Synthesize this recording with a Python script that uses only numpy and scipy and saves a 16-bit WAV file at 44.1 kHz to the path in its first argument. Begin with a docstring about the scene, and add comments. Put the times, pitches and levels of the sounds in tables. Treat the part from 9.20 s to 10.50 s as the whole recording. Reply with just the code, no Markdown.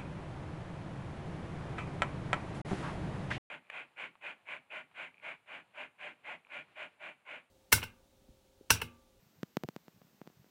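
"""Close on a hand-held camera in a quiet, echoless room where one cat grooms another, unheard.
Faint rumble and hiss run throughout. Soft bumps open, then dry ticks join: small pressure steps, most
likely from the grip on the housing, which the microphone's bass cut turns into clicks and low wobbles.
The sharpest tick lands at 0.37 s, the heaviest bump and a tiny creak near 0.44 s. Lighter ticks and
bumps follow, and a last cluster of thuds near 1.2 s trails off in two faint ticks."""
import sys
import numpy as np
from scipy import signal
from scipy.fft import rfft, irfft
from scipy.io import wavfile
from scipy.ndimage import uniform_filter1d

SR = 44100
rng = np.random.default_rng(int(sys.argv[2]) if len(sys.argv) > 2 else 0)


def store_wav(level_fs):
    """Save 16-bit WAV to argv[1]."""
    pcm = np.round(np.clip(np.atleast_2d(level_fs), -1, 1) * 32767)
    wavfile.write(sys.argv[1], SR, pcm.T.astype(np.int16))


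N = 57330

# The bed of rumble and hiss, ahead of the microphone.
# Each row: frequency in Hz, level in dB relative to BED_DB.
BED_SHAPE = [(30, 27), (60, 40.5), (120, 17), (200, 13), (350, 6), (700, 3), (1500, 0), (4000, -2.5),
             (8000, -4), (10000, -4.5), (12500, -9.5), (15500, -10.5)]
# Dull pushes of the hand.
# Each row: time in seconds, step size in dB, bandwidth in Hz, direction (+1 push, -1 pull).
HAND_BUMPS = [(0.03, -32.5, 125, 1), (.0653, -29.5, 122, 1), (0.165, -27.5, 100, 1),
              (0.1854, -26.5, 120, 1), (0.1999, -31, 135, -1), (0.4106, -49, 320, 1),
              (0.4436, -25.5, 665, -1), (0.4459, -15, 268, -1), (0.4479, -18, 230, -1),
              (.745, -32, 139, -1), (0.7618, -36, 161, -1), (.775, -31, 125, 1), (.848, -33, 166, -1),
              (0.9311, -48.5, 423, 1), (0.9467, -45, 270, 1), (1.1712, -26.5, 123, 1),
              (1.1961, -22.5, 118, -1), (1.215, -31.5, 140, 1)]
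# Sharp slips of the housing.
# Each row: start in seconds, step size in dB, treble corner in Hz, direction (+1 push, -1 pull).
HOUSING_TICKS = [(.23112, -25.5, 2200, 1), (.23182, -22.8, 11000, 1), (.3698, -15.3, 16000, 1),
                 (.4363, -22.7, 15000, 1), (.4881, -24.3, 16000, 1), (.5634, -27.3, 15000, 1),
                 (.6817, -37, 9000, 1), (.8161, -43.5, 900, 1), (.8180, -45, 6000, 1),
                 (.8695, -54, 3500, 1), (1.0158, -31.5, 2800, -1), (1.0583, -54, 5000, -1),
                 (1.0687, -48, 10000, 1), (1.0745, -35.3, 13000, 1), (1.1006, -48, 7000, 1),
                 (1.2444, -48, 8000, 1), (1.2641, -52, 5000, 1)]
# The microphone's two bass-cut stages. Each row: corner in Hz, resonance as Q.
BASS_CUT_STAGES = [(160, 1.554), (266, 0.53)]
# The microphone's colour, with a notch in the treble. Each row: frequency in Hz, gain in dB.
MIC_COLOUR = [(200, 4.5), (1000, -0.18), (3000, -1.56), (6000, -2), (8000, -5), (9800, -11.5), (12000, 0.5),
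              (15000, 7), (16500, -8)]

BED_DB, HISS_TOP_HZ, MIC_TOP_HZ = -66, 15900, 16700
CREAK_START_S, CREAK_LENGTH_S, CREAK_HZ, CREAK_DB = .4385, 0.014, 690, -54.5
# Layers are mixed as spectra on these frequencies, at twice the scene's length to leave room for tails.
BINS_HZ = np.maximum(np.arange(N + 1), .5) * SR / (2 * N)


def undb(db):
    """Decibels to gain."""
    return 10 ** (np.asarray(db) / 20)


def eq_curve(points):
    """Gain at each frequency from (Hz, dB) points joined on a log axis."""
    hz, db = np.array(points).T
    return undb(np.interp(np.log(np.maximum(BINS_HZ, 1)), np.log(hz), db))


def rumble_and_hiss():
    """Spectrum of the steady bed: low handling rumble under an even hiss."""
    noise = rfft(rng.standard_normal(2 * N))
    return noise * undb(BED_DB) * eq_curve(BED_SHAPE) * (BINS_HZ < HISS_TOP_HZ)


def pressure_step(time_s, db, direction):
    """Spectrum of a sudden jump in pressure, the raw hit behind every bump and tick."""
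    j_omega = 2j * np.pi * BINS_HZ
    delay = np.exp(-j_omega * time_s)
    return np.sign(direction) * undb(db) * SR / j_omega * delay


def hand_bumps():
    """Cushioned pushes: each step is rounded over milliseconds, leaving only a thud."""
    return sum(pressure_step(time_s, db, direction) * np.exp(-(BINS_HZ / bandwidth_hz) ** 2)
               for time_s, db, bandwidth_hz, direction in HAND_BUMPS)


def housing_ticks():
    """Abrupt slips: each step rises within a fraction of a millisecond, so the attack stays crisp."""
    return sum(pressure_step(start_s, db, direction) / (1 + 1j * BINS_HZ / corner_hz) ** 2
               for start_s, db, corner_hz, direction in HOUSING_TICKS)


def grip_creak():
    """The grip slides: about ten cycles of stick and slip, voiced as a tone that swells and stops."""
    t = np.arange(N) / SR - CREAK_START_S
    swell = np.sin(np.pi * np.clip(t / CREAK_LENGTH_S, 0, 1))
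    tone = np.sin(2 * np.pi * CREAK_HZ * t)
    return rfft(undb(CREAK_DB) * swell * tone, 2 * N)


def bass_cut():
    """Resonant high-pass: a step swings back and rings for about two cycles."""
    s = 1j * BINS_HZ
    stages = [s * s / (s * s + s * hz / q + hz * hz) for hz, q in BASS_CUT_STAGES]
    return np.prod(stages, axis=0)


def minimum_phase(gain):
    """Turn a gain curve into a filter that never rings ahead of a hit."""
    cepstrum = irfft(np.log(gain))
    half = len(cepstrum) // 2
    cepstrum[1:half] *= 2
    cepstrum[half + 1:] = 0
    return np.exp(rfft(cepstrum))


def scene():
    """Bed, bumps, ticks and creak, mixed in mono through the bass cut."""
    mix = rumble_and_hiss() + hand_bumps() + housing_ticks() + grip_creak()
    return irfft(mix * bass_cut())[None, :N]


def record(dry):
    """Microphone colour, then a steep cut at the top."""
    colour = minimum_phase(eq_curve(MIC_COLOUR))
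    coloured = irfft(rfft(dry, 2 * N) * colour)[:, :N]
    top_cut = signal.ellip(10, .2, 70, MIC_TOP_HZ, fs=SR, output="sos")
    return signal.sosfilt(top_cut, coloured)


dry = scene()
out = record(dry)
store_wav(out)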